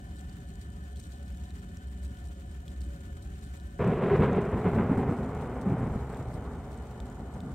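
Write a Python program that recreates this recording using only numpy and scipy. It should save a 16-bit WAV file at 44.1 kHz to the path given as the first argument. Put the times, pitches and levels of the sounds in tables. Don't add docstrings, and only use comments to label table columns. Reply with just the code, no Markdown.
import sys
import numpy as np
from scipy import signal
from scipy.fft import rfft, irfft, next_fast_len
from scipy.io import wavfile
from scipy.ndimage import uniform_filter1d, minimum_filter1d

SR = 44100
rng = np.random.default_rng(int(sys.argv[2]) if len(sys.argv) > 2 else 0)


def unload_wav(signal):
    wavfile.write(
        sys.argv[1],
        SR,
        np.round(np.clip(np.atleast_2d(signal).T, -1, 1) * 32767).astype(np.int16),
    )


N = 332909
TIME = np.arange(N) / SR
HZ = np.fft.rfftfreq(N, 1 / SR)

# hz, gain_db
WIND_COLOUR = [(12, -0.5), (35, 6), (55, -12), (100, -11), (250, 1), (450, 5), (800, -42), (2000, -64)]
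WIND_DB = -67.5

# hz, gain_db
HISS_COLOUR = [(500, -29), (850, -7.5), (1350, -2.5), (1470, -1.5), (1600, -7.5), (1740, -5), (2140, -5.5),
               (2970, -9), (3400, -9), (5070, -15), (7050, -12), (7350, -8), (7700, -10.5), (10600, -18),
               (15500, -16)]
HISS_DB = -64.5
# hz, gain_db
TICK_COLOUR = [(800, -11.5), (2300, -9.5), (3900, 5), (5200, -1.5), (7300, 1.5), (9000, 3), (10700, -11.5),
               (12000, -5.5), (15500, -14)]
# start_s, length_s, level_db
FLURRIES = [(0.155, 0.04, -63), (0.956, 0.11, -66), (1.427, 0.028, -67), (2.025, 0.034, -63),
            (2.25, 0.038, -67.5), (2.65, 0.068, -71), (2.798, 0.039, -62.5), (3.423, 0.029, -61),
            (5.238, 0.0095, -57), (5.402, 0.015, -65)]
SPRINKLE_DB, FLURRY_DB, FLURRY_SPREAD_DB, FLURRY_DECAY_S = -69.5, -62, 7, 0.016
GUST_S, GUST_WIDTH_S, GUST_DB = 1.07, 0.1, 1.5
SNOW_EASE_DB_PER_S = 0.1
# start_s, level_db (before trim and colour), pitch_hz,
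# ring_db (re snap), pan_db (left minus right)
PELLETS = [(0.2104, -41, 7500, -18, 6), (0.2965, -42, 4670, -4, 0), (0.556, -45, 7200, -16, 11),
           (0.959, -44, 3300, -4, 1), (0.9705, -40, 4180, -5, 3), (1.0145, -45, 4500, -14, 1),
           (1.041, -49, 8400, -14, 8), (1.44, -44, 2980, -12, 1), (1.5062, -41.5, 3780, -2, 0),
           (1.7713, -39, 5800, -4, 0), (2.036, -45, 8000, -12, 10), (2.171, -44, 3080, -5, 4),
           (2.271, -52, 4200, -14, 8), (2.6806, -36.5, 3400, -2, 0), (2.817, -41, 4400, -3, 2),
           (3.413, -46, 6200, -14, 6), (3.559, -44, 4000, -16, 13), (3.5997, -41, 3900, -11, 7),
           (3.846, -43, 5900, -14, 9), (3.877, -42, 8300, -12, -1), (4.331, -45, 6400, -7, 8),
           (4.573, -55, 7450, -16, 9), (4.953, -47, 8200, -12, 6), (5.2325, -45, 3660, -7, 1),
           (5.248, -47, 4300, -11, 2), (5.35, -46, 7300, -20, 9), (5.413, -50, 2900, -14, 1),
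           (6.146, -43, 3600, -8, 3), (6.745, -48, 3100, -16, 10), (7.0025, -36.5, 3600, -7, 0),
           (7.1, -45, 7070, -6, -2), (7.405, -38.5, 3620, -3, 0)]
# hz, gain_db
SNAP_COLOUR = [(800, -14), (2300, 3), (3900, 1), (5200, -1), (8000, 4.5), (10700, -10), (15500, -3)]
SMALL_DB, SMALL_SPREAD_DB, SMALL_HZ, SMALL_OCTAVES, SMALL_RING_DB, SMALL_PAN_DB = -51, -4.5, 4860, 0.5, -12, 5

# hz, gain_db
EXHAUST_COLOUR = [(12, -72), (20, -25.5), (27, -44), (46, -10), (69, -1), (82, -6), (98, -15), (124, -13),
                  (139, -20), (172, -12.5), (265, -23), (294, -23), (363, -30), (403, -23.5), (460, -47.5),
                  (600, -80), (1010, -120)]
EXHAUST_DB = -41.04
# centre_s, width_s, level_db
SURGES = [(0.19, 0.017, -45), (1.33, 0.032, -40), (1.43, 0.018, -43), (2.035, 0.073, -38),
          (2.785, 0.042, -36.5), (2.89, 0.029, -36.5), (3.27, 0.025, -39)]
FIRING_HZ, FIRING_DB = 65.34, -54.5
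# pitch_hz, half_width_hz, gain_db
FAN_RESONANCES = [(565, 35, -0.5), (725.5, 60, -1), (978, 28, -7), (1230, 19, -11), (1486, 29, -1.5),
                  (1786, 28, -7), (2477, 34, -22.5), (2990, 15, -15.5)]
FAN_DB = -60.0
# pitch_hz, level_db (at the start)
WHINE = [(1682, -71.5), (1762, -67.5), (2485, -82.5), (2885, -82), (2966, -83), (3047, -75.5), (3208, -81),
         (3607, -78.5), (4007, -90)]
RUMBLE_LAG_S, FAN_LAG_S = 0.00022, 0.00037

STRIKE_S, HOLD_S = 3.789, 0.53
# hz, gain_db
NEAR_COLOUR = [(22, -25), (65, -16), (150, 1.5), (250, -5.5), (305, -16), (405, 4.5), (490, -4.5),
               (640, -11), (890, -21.5), (985, -15), (1100, -21), (2400, -31), (3800, -47.5), (6000, -74)]
# hz, gain_db
FAR_COLOUR = [(22, -19), (65, -5), (125, 1), (165, -5.5), (255, -1.5), (315, -12), (405, -1.5), (590, -12),
              (760, -10.5), (950, -17), (1180, -20), (1450, -21), (1650, -28), (2100, -27.5), (3800, -51),
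              (6000, -64.5)]
# time_s, pitch_hz
ROAR_PITCH = [(3.79, 462), (3.83, 402), (3.9, 434), (3.98, 387), (4.015, 487), (4.06, 383), (4.14, 406),
              (4.19, 450), (4.23, 426), (4.33, 431), (4.39, 400), (4.5, 435), (4.57, 376), (4.68, 430)]
# level_db, fade_db_per_s
DEEP = (-44, 4.8)
# level_db, fade_db_per_s
BOOM = (-33.5, 6.15)
# level_db, fade_db_per_s
BODY = (-36.5, 7.12)
# level_db, fade_db_per_s
CRASH = (-40.5, 5.45)
# level_db, fade_db_per_s
CRACKLE = (-51.5, 6.64)
BODY_SHARE, CRASH_SHARE = 0.19, 0.072
# start_s, length_s, deep_swell_db, boom_swell_db, crackle_swell_db
PEALS = [(3.793, 0.042, 9, 1.5, 3.5), (3.848, 0.074, 3, 6.5, 1.5), (3.934, .04, 4.5, -1, 0.5),
         (4.008, 0.078, 4, 4, 3.5), (4.088, 0.076, 9, 3.5, 4.5), (4.177, 0.035, 13, 12.5, 3),
         (4.211, 0.037, 12, 6.5, 7.5), (4.263, 0.088, 5, 6, 2), (4.353, 0.03, 0, 7.5, 4.5),
         (4.425, 0.03, 0, -1.5, -8), (4.516, 0.04, 13, 5.5, 2.5), (4.64, 0.049, 6, 9, 4),
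         (4.728, 0.1, 10, 8, 3.5), (4.88, 0.038, 8, 11.5, 3), (4.963, 0.077, 8, 10.5, 4.5),
         (5.06, 0.069, 9, 9.5, 3.5), (5.178, 0.071, -13, 6.5, 0), (5.317, 0.27, 3, 1.5, 1.5),
         (5.647, 0.096, -1, 13, 4), (5.768, 0.11, 12, 9.5, 3.5), (5.891, 0.085, 15, 6, 2),
         (5.994, .04, 12.5, 2, 2), (6.087, 0.07, 10, 1, 3.5), (6.18, 0.036, 17, 2, 3),
         (6.255, 0.038, 15, -3, 1), (6.34, 0.1, 10.5, 3.5, 1.5), (6.444, 0.1, 4, 3, 2),
         (6.59, 0.052, 6, -1, 1.5), (6.95, 0.19, 1, 4.5, 1.5), (7.176, 0.046, 2, 10, 2.5),
         (7.278, 0.037, 7, 5, 2), (7.346, 0.021, 10, 15.5, 6), (7.419, 0.091, 1, 16, 3)]
PEAL_ATTACK_S, PEAL_RELEASE_S = 0.016, 0.021
# centre_s, width_s, change_db
LULLS = [(3.99, 0.031, -2.5), (4.09, 0.014, -0.5), (4.5, 0.033, -2), (4.62, .025, -0.5), (4.865, 0.024, 2),
         (4.948, 0.012, 4.5), (5.045, .012, -2), (5.515, .015, -1.5)]
# start_s, length_s, level_db
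TEARS = [(3.802, 0.022, -48), (3.83, 0.064, -49), (4.016, 0.018, -46), (4.06, 0.013, -52),
         (4.094, 0.08, -41.5), (4.196, 0.0082, -38), (4.215, 0.047, -37), (4.655, .02, -39.5),
         (4.778, 0.029, -38), (4.917, 0.015, -43), (4.995, .04, -54), (5.764, 0.11, -50), (6.1, 0.055, -53)]
# hz, gain_db
TEAR_COLOUR = [(400, -14), (1000, 18), (2200, 1), (3300, -14), (4300, -29), (6000, -39), (9000, -59)]
# start_s, level_db (before trim, echo and filter), pitch_hz, swell_s
CLAPS = [(3.793, -26, 466, 0.0034), (3.816, -19, 190, 0.0018), (3.849, -21, 126, 0.0051),
         (3.881, -19, 133, 0.0046), (4.014, -24, 570, 0.0037), (4.028, -21.5, 448, 0.0067),
         (4.055, -20.5, 403, 0.008), (4.106, -15, 400, 0.011), (4.128, -16, 412, 0.0094),
         (4.194, -11.5, 141, 0.0044), (4.214, -12, 160, 0.0069), (4.383, -19, 390, 0.0043),
         (4.653, -17.5, 208, 0.0077), (4.732, -23, 420, 0.0035), (4.771, -19, 220, 0.0068),
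         (4.794, -14.5, 237, 0.0063), (4.898, -25, 190, 0.0022), (4.910, -14.5, 239, 0.0046),
         (4.969, -20, 170, 0.0015), (5.014, -23, 330, 0.0028), (5.112, -19.5, 240, 0.0044),
         (5.668, -23, 191, 0.01), (5.718, -21.5, 163, 0.004), (5.768, -25.5, 680, 0.0023),
         (5.829, -19, 175, 0.0026), (5.954, -29, 202, 0.0065), (6.285, -36, 380, 0.0056),
         (7.363, -28, 129, 0.0059), (7.474, -34.5, 229, 0.012)]


def gain_of(db):
    return 10 ** (np.asarray(db) / 20)


def evened(x):
    return x / np.sqrt(np.mean(x ** 2) + 1e-20)


def colour(points):
    hz, db = np.transpose(points)
    return gain_of(np.interp(np.log(HZ + 1), np.log(hz + 1), db))


def filtered(x, gain):
    size = next_fast_len(N + 4096)
    padded_gain = np.interp(np.fft.rfftfreq(size, 1 / SR), HZ, gain)
    return irfft(rfft(x, size) * padded_gain, size)[..., :N]


def below(hz):
    return 1 / (1 + (HZ / hz) ** 8)


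def drift(per_s):
    return evened(filtered(rng.standard_normal(N), np.exp(-(HZ / per_s) ** 2)))


def steadied(x, span_s):
    size = max(int(span_s * SR), 2)
    power = uniform_filter1d(uniform_filter1d(x ** 2, size), size)
    return x / np.sqrt(abs(power) + 1e-20)


def impacts(per_s, spread_db):
    size = gain_of(spread_db * np.minimum(rng.exponential(1, N), 4))
    return size * rng.choice([-1, 1], N) * (rng.random(N) < per_s / SR)


def add(mix, s, sound):
    part = mix[..., max(round(s * SR), 0):][..., :sound.shape[-1]]
    part += sound[..., :part.shape[-1]]


def held(s, length, attack_s, release_s):
    rise = np.clip((TIME - s) / attack_s, 0, 1)
    return rise * np.exp(-np.maximum(TIME - s - length, 0) / release_s)


def bump(s, width):
    return np.exp(-((TIME - s) / width) ** 2)


def panned(db):
    return gain_of([[db / 2], [-db / 2]])


def resonate(x, hz, width_hz):
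    turn = np.exp(2j * np.pi * np.cumsum(hz) / SR)
    r = np.exp(-np.pi * width_hz / SR)
    return 2 * (turn * signal.lfilter([1 - r], [1, -r], x / turn + 1e-18)).real


def from_left(x, lag_s):
    return np.array([x, np.interp(TIME - lag_s, TIME, x)])


def wind(gust_db=2):
    brush = evened(filtered(rng.standard_normal((2, N)), colour(WIND_COLOUR)))
    return gain_of(WIND_DB + gust_db * drift(per_s=3)) * brush


def flurries(count=44, attack_s=0.004):
    power, t = np.full(N, gain_of(SPRINKLE_DB) ** 2), np.arange(SR // 4) / SR
    starts = (np.arange(count) + rng.uniform(-1.1, 1, count)) * TIME[-1] / count
    for s, size in zip(starts, rng.uniform(-1, 1, count)):
        burst = gain_of(FLURRY_DB + FLURRY_SPREAD_DB * size) * np.exp(-t / FLURRY_DECAY_S)
        add(power, s, burst ** 2)
    for s, length, db in FLURRIES:
        power += (gain_of(db) * held(s, length, attack_s, FLURRY_DECAY_S)) ** 2
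    return np.sqrt(power)


def snow(grains_per_s=600, spread_db=3, clump_db=2, grain_s=0.00074, pan_db=2.0, ring=0.18, ring_s=0.01,
         fine_db=2, hiss_top_db=-2, breeze_db=2.0, patter_db=1.5):
    top = 1 - below(10000)
    hiss_gain = colour(HISS_COLOUR) * gain_of(hiss_top_db * top)
    hiss = evened(filtered(rng.standard_normal((2, N)), hiss_gain))
    hiss = hiss * gain_of(HISS_DB + breeze_db * drift(per_s=23) + patter_db * drift(per_s=110))
    clumps, t = gain_of(clump_db * drift(per_s=40)), np.arange(500) / SR
    grains = np.zeros((2, N))
    spots_hz = np.linspace(3300, 9500, 18) + rng.uniform(-180, 180, 18)
    for hz in spots_hz:
        crunch = rng.standard_normal((2, len(t))) * np.exp(-t / grain_s)
        crunch += ring * np.sin(2 * np.pi * (hz * t + rng.random((2, 1)))) * np.exp(-t / ring_s)
        landings = clumps * impacts(grains_per_s / len(spots_hz), spread_db)
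        grains += signal.oaconvolve(landings[None], crunch, axes=1)[:, :N]
    grains = evened(filtered(grains, colour(TICK_COLOUR) * gain_of(fine_db * top)))
    return (hiss + flurries() * grains) * panned(pan_db)


def crystals(level_db=-57.0, hits_per_s=13, flurry_hits_per_s=200, spread_db=3, bright_hz=5000, pan_db=6,
             flurry_share=0.8, attack_s=0.004):
    hits = np.array([impacts(hits_per_s, spread_db) for port in range(2)])
    in_flurry = sum(held(s, length, attack_s, FLURRY_DECAY_S) for s, length, db in FLURRIES)
    flurry_hits = np.array([impacts(flurry_hits_per_s, spread_db) for port in range(2)])
    hits += flurry_share * in_flurry * flurry_hits
    return gain_of(level_db) * filtered(hits, 1 - below(bright_hz)) * panned(pan_db)


def small_pellets(count=24):
    size, pitch, side = np.clip(rng.standard_normal((count, 3)), -1, 1).T
    times = (np.arange(count) + rng.random(count)) * TIME[-1] / count
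    levels_db = SMALL_DB + SMALL_SPREAD_DB * size
    pitches_hz = SMALL_HZ * 2 ** (SMALL_OCTAVES * pitch)
    return list(zip(times, levels_db, pitches_hz, np.full(count, SMALL_RING_DB), SMALL_PAN_DB * side))


def pellets(trim_db=-1, snap_s=0.000075, ring_s=0.0013, crunch_db=-15, crunch_s=0.0018, crumbs_db=-27,
            crumbs_s=0.015):
    out, t = np.zeros((2, N)), np.arange(2048) / SR
    crumble = gain_of(crunch_db) * np.exp(-t / crunch_s) + gain_of(crumbs_db) * np.exp(-t / crumbs_s)
    for s, db, hz, ring_db, pan in PELLETS + small_pellets():
        decay = np.exp(-t / snap_s) + gain_of(ring_db) * np.exp(-t / ring_s)
        knock = np.cos(2 * np.pi * hz * t) * decay
        tick = knock / knock[0] + crumble * rng.standard_normal((2, len(t)))
        add(out, s, gain_of(db + trim_db) * panned(pan) * tick)
    return filtered(out, colour(SNAP_COLOUR))


def fan(waver=0.00124, blur_hz=8, flutter_db=2.0, echo_db=-9, pan_db=3.0, ease_db_per_s=0.4, sway=0.012,
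        swell_db=1.64):
    air = np.zeros((3, N))
    swayed_s = np.cumsum(1 + sway * drift(per_s=6)) / SR
    for hz, width, db in FAN_RESONANCES:
        resonance = gain_of(db) / (1 + ((HZ - hz) / width) ** 2) ** 1.54
        air += filtered(rng.standard_normal((3, N)), resonance) * gain_of(swell_db * drift(per_s=3.6))
    air = gain_of(FAN_DB) * evened(np.array([np.interp(swayed_s, TIME, path) for path in air]))
    shaft_s, whine = np.cumsum(1 + waver * drift(per_s=5.1)) / SR, np.zeros(N)
    for hz, db in WHINE:
        turns = hz * shaft_s + np.cumsum(blur_hz * drift(per_s=29.0)) / SR
        level_db = db + flutter_db * drift(per_s=18) - ease_db_per_s * TIME
        whine += gain_of(level_db) * np.sin(2 * np.pi * turns)
    direct = from_left(air[0] + np.sqrt(2) * whine, FAN_LAG_S) * panned(pan_db)
    return direct + gain_of(echo_db) * air[1:]


def exhaust(hunting=0.032, flutter_db=4):
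    noise = filtered(rng.standard_normal(N), colour(EXHAUST_COLOUR))
    puffs = gain_of(EXHAUST_DB) * steadied(noise, span_s=0.18)
    turns = np.cumsum(FIRING_HZ * (1 + hunting * drift(per_s=11.0))) / SR
    surges = sum(gain_of(db) * bump(s, width) for s, width, db in SURGES)
    strength = gain_of(FIRING_DB + flutter_db * drift(per_s=6.9)) + surges
    firing = strength * np.sqrt(2) * np.sin(2 * np.pi * turns)
    return from_left(puffs + firing, RUMBLE_LAG_S)


def tears(cracks_per_s=450, spread_db=1.5, attack_s=0.0014, release_s=0.016, scatter_s=0.003):
    bursts = sum(gain_of(db) * held(s, length, attack_s, release_s) for s, length, db in TEARS)
    t = np.arange(SR // 100) / SR
    cracks = np.zeros(N)
    for path in rng.standard_normal((4, len(t))) * np.exp(-t / scatter_s):
        cracks += signal.oaconvolve(impacts(cracks_per_s / 4, spread_db), path)[:N]
    return bursts * steadied(filtered(cracks, colour(TEAR_COLOUR)), span_s=0.037)


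def claps(soft_hz=1300, sag=0.039, steep=0.24, uneven=0.063, trim_db=-1, echo_db=-11, echo_s=0.037):
    out, t = np.zeros(N), np.arange(SR // 10) / SR
    waver = 1 + uneven * drift(per_s=88)
    for s, db, hz, swell_s in CLAPS:
        age = t / swell_s
        pitch_hz = hz * np.exp(-sag * (age - 1)) * np.interp(s + t, TIME, waver)
        turn = 2 * np.pi * np.cumsum(pitch_hz) / SR
        swell = (age * np.exp(1 - age)) ** 2
        wave = swell * np.sin(turn + steep * swell * np.sin(turn))
        add(out, s, gain_of(db + trim_db) * wave / abs(wave).max())
    late = TIME[:SR // 2] / echo_s
    trees = rng.standard_normal(len(late)) * late * np.exp(-late)
    echo = signal.oaconvolve(out, trees / np.linalg.norm(trees))[:N]
    return filtered(out + gain_of(echo_db) * echo, 1 / (1 + (HZ / soft_hz) ** 2))


def peals(lull_share=0.53):
    swell = np.zeros((3, N))
    for s, length, *swell_db in PEALS:
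        swell = np.maximum(swell, np.outer(swell_db, held(s, length, PEAL_ATTACK_S, PEAL_RELEASE_S)))
    lulls = sum(db * bump(s, width) for s, width, db in LULLS)
    return swell + np.outer([1, 1, lull_share], lulls)


def roll(shocks_per_s=2000, spread_db=-0.5, edge_db=-13, steepen=0.65, rise_s=0.0054, air_hz=2400,
         air_db_per_s=2, near_s=4.13, far_s=5.05, lumps_db=0.4, roar_db=3, roar_width_hz=110,
         wander_db_per_s=0.15):
    shocks = impacts(shocks_per_s, spread_db)
    roar_hz = np.interp(TIME, *np.transpose(ROAR_PITCH))
    roar = resonate(impacts(shocks_per_s, spread_db), roar_hz, roar_width_hz)
    roar = resonate(roar, roar_hz, roar_width_hz)
    near = filtered(shocks, colour(NEAR_COLOUR)) + gain_of(roar_db) * roar
    distance = np.clip((TIME - near_s) / max(far_s - near_s, .01), 0, 1)
    stream = (1 - distance) * near + distance * filtered(shocks, colour(FAR_COLOUR))
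    dull = filtered(stream, 1 / (1 + (HZ / air_hz) ** 4))
    stream = dull + (stream - dull) * gain_of(-air_db_per_s * np.maximum(TIME - STRIKE_S, 0))
    fading_s = np.maximum(TIME - STRIKE_S - HOLD_S, 0)
    deep, low, high = peals()
    swells = [(DEEP, deep)]
    for size, share in zip([BOOM, BODY, CRASH, CRACKLE], [1, BODY_SHARE, CRASH_SHARE, 0]):
        swells.append((size, share * low + (1 - share) * high))
    levels = []
    for (db, fade), swell in swells:
        wander = wander_db_per_s * fading_s * drift(per_s=27)
        levels.append(db - fade * fading_s + swell + wander)
    crackle = levels[-1]
    levels.append(crackle + steepen * (crackle - crackle.max()) + edge_db)
    splits = [below(hz) for hz in (105, 300, 650, 1500, 3300)]
    bands = np.diff([0 * HZ, *splits, 1 + 0 * HZ], axis=0)
    out = np.zeros(N)
    for band, level in zip(bands, levels):
        out += gain_of(level) * steadied(filtered(stream, band), span_s=0.056)
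    return out * gain_of(lumps_db * drift(per_s=17)) * np.clip((TIME - STRIKE_S) / rise_s, 0, 1)


def scene():
    snowfall_db = GUST_DB * bump(GUST_S, GUST_WIDTH_S) - SNOW_EASE_DB_PER_S * (TIME - TIME.mean())
    weather = wind() + gain_of(snowfall_db) * snow() + crystals() + pellets()
    engine = fan() + exhaust()
    thunder = tears() + claps() + roll()
    return weather + engine + thunder


def record(dry, right_top_db=-3, ceiling_db=-10, edge_hz=15750):
    top = 1 - below(10500)
    ports = np.array([dry[0], filtered(dry[1], gain_of(right_top_db * top))])
    room = np.minimum(gain_of(ceiling_db) / (abs(ports).max(axis=0) + 1e-9), 1)
    ports = ports * uniform_filter1d(minimum_filter1d(room, size=400), size=400)
    band_limit = signal.firwin(511, edge_hz, window=("kaiser", 9), fs=SR)
    return signal.oaconvolve(ports, band_limit[None], "same")


dry = scene()
out = record(dry)
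unload_wav(out)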